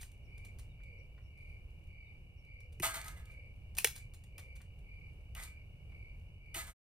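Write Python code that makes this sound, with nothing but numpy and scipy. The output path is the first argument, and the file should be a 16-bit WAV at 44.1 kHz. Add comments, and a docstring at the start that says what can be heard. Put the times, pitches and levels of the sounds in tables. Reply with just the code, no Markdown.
"""Dry branches are snapped by hand a few metres away and tossed into brush, in an evening wood.
From the start the air rumbles, crickets pulse and twigs tick; a far bird peeps, and a hum comes and goes.
Near 2.8 s wood cracks and a tossed stick crashes on a pile of thin branches, making them ring.
Near 3.8 s comes the loudest snap, as fibres tear and jolt the stick.
A second stick lands softly at 5.3 s and a third at 6.5 s, just before everything fades."""
import sys
import numpy as np
from scipy import signal
from scipy.fft import rfft, irfft, next_fast_len
from scipy.io import wavfile
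from scipy.ndimage import uniform_filter1d

SR = 44100
rng = np.random.default_rng(int(sys.argv[2]) if len(sys.argv) > 2 else 0)


def put_to_file(sound):
    """Save the sound as 16-bit audio at rate SR, in the file named by the first command-line argument."""
    columns = np.atleast_2d(sound).T  # one column per channel
    safe = np.clip(columns, -1, 1)
    whole_steps = np.round(safe * 32767)
    wavfile.write(sys.argv[1], SR, whole_steps.astype(np.int16))


N = 308259
T = np.arange(N) / SR

# tone of the outdoor air: frequency_hz, level_db
AIR_TONE = [(15, -11.5), (28, -5), (45, 0.5), (90, -2.5), (150, -13.5), (250, -29.5), (520, -30),
            (1000, -42), (1600, -49), (4000, -52.5), (6500, -56.5), (9500, -54), (11500, -57), (14500, -57)]
# how alike the air sounds left and right: frequency_hz, likeness (0 to 1)
AIR_LIKENESS = [(60, 0.97), (290, 0.87), (640, 0.84), (1400, 0.12), (3000, 0.51), (6000, 0.1),
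                (9000, 0.611), (15000, 1)]
# swells of the far hum: peak_s
HUM_PEAKS = [.98, 2.68, 3.402, 4.45]
# how the crickets drift off their beat: time_s, late_s
CHIRP_DRIFT = [(.9, -0.011), (2.55, .125), (3.35, -.11), (3.95, -.04), (6.5, .01)]
# bird peeps: start_s, pitch_hz
BIRD_PEEPS = [(.235, 5500), (.685, 3743), (0.976, 5540), (1.22, 5530), (2.05, 3710), (2.364, 5520),
              (2.59, 5530)]
# twigs flicking free: start_s, level_db
TWIG_TICKS = [(.115, -64.5), (.378, -62.5), (0.587, -58.5), (0.834, -71), (2.603, -65.5), (3.013, -48.5),
              (3.043, -50.5), (3.08, -44.5), (3.254, -65), (3.751, -57), (4.238, -62.5), (4.615, -62),
              (5.397, -50), (5.434, -47)]
# branches dragging over each other: start_s, level_db, length_s
BRANCH_DRAGS = [(0, -60.5, .045), (.448, -65.5, .018), (0.594, -62.5, 0.0089), (1.375, -82, 0.14),
                (2.721, -68.5, 0.018), (3.305, -71, .04), (3.773, -47, 0.024), (3.955, -54.5, 0.025),
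                (4.137, -62, 0.017), (4.387, -57, .015), (4.554, -64, .02)]
# soft knocks of wood in the hands: start_s, level_db
HAND_KNOCKS = [(0.801, -73), (1.178, -67), (4.385, -61), (4.605, -64.5), (5.92, -72)]
# low bumps of a stick: start_s, level_db, pitch_hz, fade_s (a fade is the time to drop 60 dB)
STICK_THUMPS = [(2.801, -36.5, 348, 0.06), (2.806, -33.5, 140, 0.05), (3.846, -25, 450, 0.036),
                (6.56, -47, 340, .08), (6.579, -39, 90, 0.01)]
# sticks landing: start_s, crush_db, rattle_db, sink_s, bounce_gap_s, change_per_bounce_db
STICK_TOSSES = [(2.823, -31.5, -34, 0.016, .113, -11), (5.349, -52.5, -53, 0.075, 0.075, -37),
                (6.543, -41, -45, .038, 0.12, -13.5)]
# wood cracking as it breaks or strikes: start_s, level_db, ring_offset_db
WOOD_SNAPS = [(.03, -48.5, -3), (2.799, -46.5, 2), (3.7693, -44.5, -20), (3.7846, -27, -10),
              (3.845, -19.5, 2), (3.872, -34.5, -9), (4.381, -47.5, -9.5), (5.3501, -50, 3.5),
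              (6.545, -44.5, 4)]
# ringing notes of the pile and of the held stick: pitch_hz, level_db, fade_s
PILE_NOTES = [(657.3, -0.5, 0.25), (1008, -2, .13), (1167, -12.5, .25), (1265.5, 1, .17), (1529, -12, .3),
              (1613, -2.5, 0.24), (1701, -7.5, .25), (2021, 6.5, 0.16), (2133, 0, .15), (3470, -10.5, 0.15),
              (4350, -6.5, .12)]
STICK_NOTES = [(1964, -0.5, 0.034), (2290, -0.5, 0.019), (2520, 1.5, 0.019), (2930, 3, 0.025),
               (6330, -10.5, 0.027), (8325, -7.5, 0.038), (9940, -0.5, .014)]
# tone of twig clicks, dull knocks, crushed brush and tearing fibres: frequency_hz, level_db
TWIG_TONE = [(500, -31.5), (2500, -12.5), (4200, -5), (5500, -9.5), (7000, -4), (9300, -3), (11500, -9),
             (13500, -9), (15500, -15)]
KNOCK_TONE = [(120, -18), (300, -7), (480, -8.5), (700, -4), (1300, -3.5), (2100, 0), (2800, -8),
              (4500, -20), (9000, -40.5)]
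BRUSH_TONE = [(600, -17), (2000, -3.5), (3200, -0.5), (4200, -1.5), (5500, -8), (7000, 2.5), (9300, 0),
              (11500, -4.5), (13500, -2.5), (15500, -10.5)]
TEAR_TONE = [(200, -24), (450, -13.5), (900, -8.5), (1500, -7.5), (2900, -0.5), (3600, -6), (5500, -4),
             (7000, -5.5), (9700, 0), (13700, -2.5), (15500, -8)]
# echo among the trees: frequency_hz, fade_s
ECHO_FADES = [(400, 0.07), (1000, .2), (3000, 0.21), (8000, 0.23), (15000, 0.17)]
# how far the left microphone runs ahead of the right: frequency_hz, lead_radians
LEFT_LEAD = [(60, 0), (5500, 0), (7200, -2), (9300, -6), (11400, -9.5), (13500, -12), (14200, -12),
             (15600, -15.7)]


def amp(db):
    """Turns decibels into a gain."""
    return 10 ** (np.asarray(db) / 20)


def unit(x):
    """Scales a signal to an average power of 1."""
    return x / np.sqrt(np.mean(x ** 2) + 1e-20)


def steady(x, window):
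    """Evens out the power over a sliding window of samples."""
    return x / np.sqrt(abs(uniform_filter1d(x ** 2, window)) + 1e-6)


def look_up(table, hz):
    """Reads between a table's rows, on a scale of octaves."""
    row_hz, value = np.transpose(table)
    return np.interp(np.log(hz + 1), np.log(row_hz + 1), value)


def add(mix, start_s, sound):
    """Mixes a sound in at its start time."""
    part = mix[max(round(start_s * SR), 0):][:len(sound)]
    part += sound[:len(part)]


def convolve(x, response):
    """Gives every sample of x the response as a tail, scaled to energy 1."""
    return signal.fftconvolve(x, response / np.linalg.norm(response))[:N]


def colour(x, tone, size=2048):
    """Filters x to a tone table, with no sound ahead of a click."""
    log_gain = np.log(amp(look_up(tone, abs(np.fft.fftfreq(size, 1 / SR)))))
    spectrum = np.exp(np.conj(signal.hilbert(log_gain)))
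    return convolve(x, np.fft.ifft(spectrum).real)


def ring(x, notes, low_hz=290):
    """Struck wood rings with dying notes; thin wood gives off no bass."""
    t = T[:SR]
    response = sum(amp(db - 60 * t / fade_s) * np.cos(2 * np.pi * hz * t) * (-1) ** k
                   for k, (hz, db, fade_s) in enumerate(notes))
    bass_cut = signal.butter(2, low_hz, "high", fs=SR, output="sos")
    return convolve(x, signal.sosfilt(bass_cut, response))


def band(hz, width_hz):
    """Complex noise around one pitch; around 0 Hz it is a random wobble."""
    freqs = np.fft.fftfreq(next_fast_len(N), 1 / SR)
    bell = np.exp(-.5 * ((freqs - hz) / width_hz) ** 2)
    noise = np.fft.ifft(np.fft.fft(rng.standard_normal(len(freqs))) * bell)[:N]
    return noise / np.std(noise)


def chance(per_s):
    """Marks random moments, about per_s each second."""
    return rng.random(N) < per_s / SR


def crackle(per_s, spread_db, window):
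    """Tiny fractures click with uneven strength but steady overall power."""
    strength = rng.standard_normal(N) * amp(spread_db * np.minimum(rng.exponential(1, N), 4))
    return steady(strength * chance(per_s), window)


def burst(length_s):
    """A loudness shape that holds for about its length, then dies quickly."""
    return np.exp(-(T[:SR // 2] / length_s) ** 4 / 2)


def microphones(pair, aside, centre_hz=3000, width=.75):
    """Sound bends round to two microphones and arrives out of step, more so from the side."""
    size = next_fast_len(N + 2048)
    hz = np.fft.rfftfreq(size, 1 / SR)
    bell = np.exp(-.5 * (np.log((hz + 1) / centre_hz) / width) ** 2)
    lead = look_up(LEFT_LEAD, hz) - aside * bell
    return irfft(rfft(pair, size) * np.exp(.5j * np.array([lead, -lead])), size)[:, :N]


def outdoors(x, echo_db, apart=.85):
    """Adds echoes from trunks and ground, partly different left and right."""
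    scatter = rng.standard_normal((3, SR // 2)) * (rng.random((3, SR // 2)) < .15)
    scatter *= np.minimum(T[:SR // 2] / .0027, 1)
    hz, t, spectrum = signal.stft(scatter, SR, nperseg=256)
    fade = amp(-60 * t / look_up(ECHO_FADES, hz)[:, None])
    left, right, shared = signal.istft(spectrum * fade, SR, nperseg=256)[1]
    return np.array([x + amp(echo_db) * convolve(x, shared + apart * side) for side in (left, right)])


def air(level_db=-51.4, swell_db=1.2, lean_db=.44):
    """The air rumbles low with a faint hiss, slowly swelling."""
    size = next_fast_len(N)
    hz = np.fft.rfftfreq(size, 1 / SR)
    left, other = rfft(rng.standard_normal((2, size)))
    same = np.clip(look_up(AIR_LIKENESS, hz), 0, 1)
    right = same * left + np.sqrt(1 - same ** 2) * other
    pair = irfft(np.array([left, right]) * amp(look_up(AIR_TONE, hz)), size)[:, :N]
    return amp(level_db + swell_db * band(0, 2.1).real) * unit(pair) * amp([[-lean_db], [lean_db]])


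def hum(level_db=-73, pitch_hz=510, width_hz=70, length_s=.26):
    """A soft, hollow hum swells and fades far away."""
    swell = sum(np.exp(-(2 * (T - peak_s) / length_s) ** 2) for peak_s in HUM_PEAKS)
    return amp(level_db) * swell * unit(band(pitch_hz, width_hz).real)


def trill(pitch_hz, width_hz, strokes_hz, depth=.3, overtone_db=-27):
    """Wing strokes pulse a tone that many insects and the trees smear into a narrow band."""
    pace_hz = strokes_hz * (1 + .03 * band(0, 1.8).real)
    pulse = unit(1 + depth * np.sin(2 * np.pi * np.cumsum(pace_hz) / SR))
    shared = band(pitch_hz, width_hz)
    tone = np.array([shared + .5 * band(pitch_hz, width_hz) for _ in range(2)])
    tone /= (1 + abs(tone) ** 2) ** .36  # a few near singers keep the tone steady
    overtone = amp(overtone_db) * tone ** 2 / abs(tone)
    return pulse * unit((tone + overtone).real)


def crickets(chirp_db=-63, lull_db=-71.5, first_s=.42, beat_s=.51, chirp_s=.22, edge_s=.07):
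    """A chorus chirps together on a drifting beat, with steady higher trills behind it."""
    beats = (T - first_s - np.interp(T, *np.transpose(CHIRP_DRIFT))) / beat_s
    off_beat_s = abs(beats - np.round(beats)) * beat_s
    swell = amp(lull_db) + amp(chirp_db) * np.clip((chirp_s / 2 - off_beat_s) / edge_s + .5, 0, 1)
    chorus = trill(2308, 82, 42) + amp(-10) * trill(2320, 150, 97)
    higher = amp(-73.5) * trill(2883, 70, 52) + amp(-76) * trill(2660, 220, 36)
    return swell * chorus + higher


def bird(level_db=-78.5, length_s=.047, glide=.035, rough=.012):
    """A small, far bird gives thin, slightly buzzy peeps that fall in pitch."""
    peeps, t = np.zeros(N), np.arange(0, length_s, 1 / SR)
    quaver = rough * band(0, 150).real
    swell = amp(level_db) * np.sin(np.pi * t / length_s)
    for start_s, hz in BIRD_PEEPS:
        pitch_hz = hz * (1 + glide * (.5 - t / length_s) + quaver[round(start_s * SR):][:len(t)])
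        add(peeps, start_s, swell * np.sin(2 * np.pi * np.cumsum(pitch_hz) / SR))
    return outdoors(peeps, echo_db=-1.5)


def twigs(tick_s=.005, knock_s=.0093, stray_db=-80, snag_db=3.5, snag_hz=70, knock_db=-11):
    """Twigs catch in sprays of bright clicks over duller knocks; dragged branches snag and slip."""
    flicks, drags, knocks = np.zeros((3, N))
    for start_s, db in TWIG_TICKS:
        add(flicks, start_s, amp(db) * burst(tick_s))
    for start_s, db, length_s in BRANCH_DRAGS:
        add(drags, start_s, amp(db) * burst(length_s))
    for start_s, db in HAND_KNOCKS:
        add(knocks, start_s, amp(db) * burst(knock_s))
    strays = amp(stray_db + 3 * rng.standard_normal(N)) * chance(per_s=5)
    snags = unit(amp(snag_db * unit(band(0, snag_hz).real)))
    spray = flicks + drags * snags + signal.oaconvolve(strays, burst(tick_s))[:N]
    clicks = spray * crackle(3500, 4, window=220)
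    thuds = (knocks + amp(knock_db) * spray) * crackle(2000, 3, window=180)
    return outdoors(colour(clicks, TWIG_TONE) + colour(thuds, KNOCK_TONE), echo_db=-3.5)


def thumps(rise_s=.004):
    """A stick flexes as it breaks or lands, giving a short, low bump."""
    bumps, t = np.zeros(N), T[:SR // 2]
    for start_s, db, hz, fade_s in STICK_THUMPS:
        loudness = amp(db - 60 * t / fade_s) * np.minimum(t / rise_s, 1)
        add(bumps, start_s, loudness * np.sin(2 * np.pi * hz * t))
    return bumps


def clacks(low_hz=900, high_hz=2400, per_s=22, fade_s=.045, count=28):
    """Many dry twigs knock together, each with its own pitch and short ring."""
    clatter, t = np.zeros(N), T[:SR // 8]
    for hz in np.linspace(low_hz, high_hz, count):
        knocks = rng.standard_normal(N) * chance(per_s)
        note = amp(-60 * t / fade_s) * np.cos(2 * np.pi * hz * t)
        clatter += signal.oaconvolve(knocks, note)[:N]
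    return steady(clatter, window=1300)


def landings(touch_db=-7, crush_fade_s=.2, rattle_rise_s=.01, rattle_fade_s=.31, hits=5):
    """A falling stick crushes dry brush and rattles the pile, more weakly at each bounce."""
    crush_power, rattle_power, t = np.zeros(N), np.zeros(N), T[:SR]
    for start_s, crush_db, rattle_db, sink_s, gap_s, bounce_db in STICK_TOSSES:
        # the crush grows until the stick has sunk in, then dies
        growing_db = touch_db * np.maximum(1 - t / sink_s, 0)
        crush = amp(crush_db + growing_db - 60 * np.maximum(t - sink_s, 0) / crush_fade_s)
        rattle = amp(rattle_db - 60 * np.maximum(t - sink_s / 2, 0) / rattle_fade_s)
        rattle *= np.minimum(t / rattle_rise_s, 1)
        for k in range(hits):
            hit_s = start_s + k * gap_s
            add(crush_power, hit_s, (amp(k * bounce_db) * crush) ** 2)
            add(rattle_power, hit_s, (amp(k * bounce_db * .79) * rattle) ** 2)  # loses less per bounce
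    blows = np.sqrt(rattle_power) * crackle(800, 4, window=500)
    splinters = np.sqrt(crush_power) * crackle(6500, 3.6, window=550)
    splinters *= unit(amp(1.8 * band(0, 90).real))  # twigs give way in clumps
    pile = amp(-1.8) * ring(blows, PILE_NOTES) + amp(-8) * colour(blows, KNOCK_TONE)
    pile += amp(-6) * np.sqrt(rattle_power) * clacks()
    return outdoors(pile + colour(splinters, BRUSH_TONE), echo_db=-4)


def snaps(tear_s=.0034):
    """A run of fibres tears within milliseconds and jolts the stick into ringing."""
    fibres = crackle(9000, 2.7, window=130)
    tear, jolt = np.zeros((2, N))
    for start_s, db, ring_offset_db in WOOD_SNAPS:
        add(tear, start_s, amp(db) * burst(tear_s))
        add(jolt, start_s, amp(db + ring_offset_db) * burst(tear_s))
    crack = outdoors(colour(tear * fibres, TEAR_TONE), echo_db=-6.5)
    return crack + outdoors(ring(jolt * fibres, STICK_NOTES), echo_db=-15.5)


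def scene():
    """Wood breaks almost straight ahead; the pile and the background lie to the right."""
    ahead = microphones(snaps() + twigs() + thumps(), aside=.41)
    to_the_right = microphones(landings() + bird() + hum() + air(), aside=1.66)
    return ahead + to_the_right + microphones(crickets(), aside=2.09)


def record(dry, end_s=6.71, fade_s=.049, top_hz=15900):
    """Fades to silence just before the end and cuts the highest treble."""
    faded = dry * np.clip((end_s - T) / fade_s + .5, 0, 1)
    treble_cut = signal.firwin(401, top_hz, window=("kaiser", 9), fs=SR)
    return signal.oaconvolve(faded, treble_cut[None], "same")


dry = scene()
out = record(dry)
put_to_file(out)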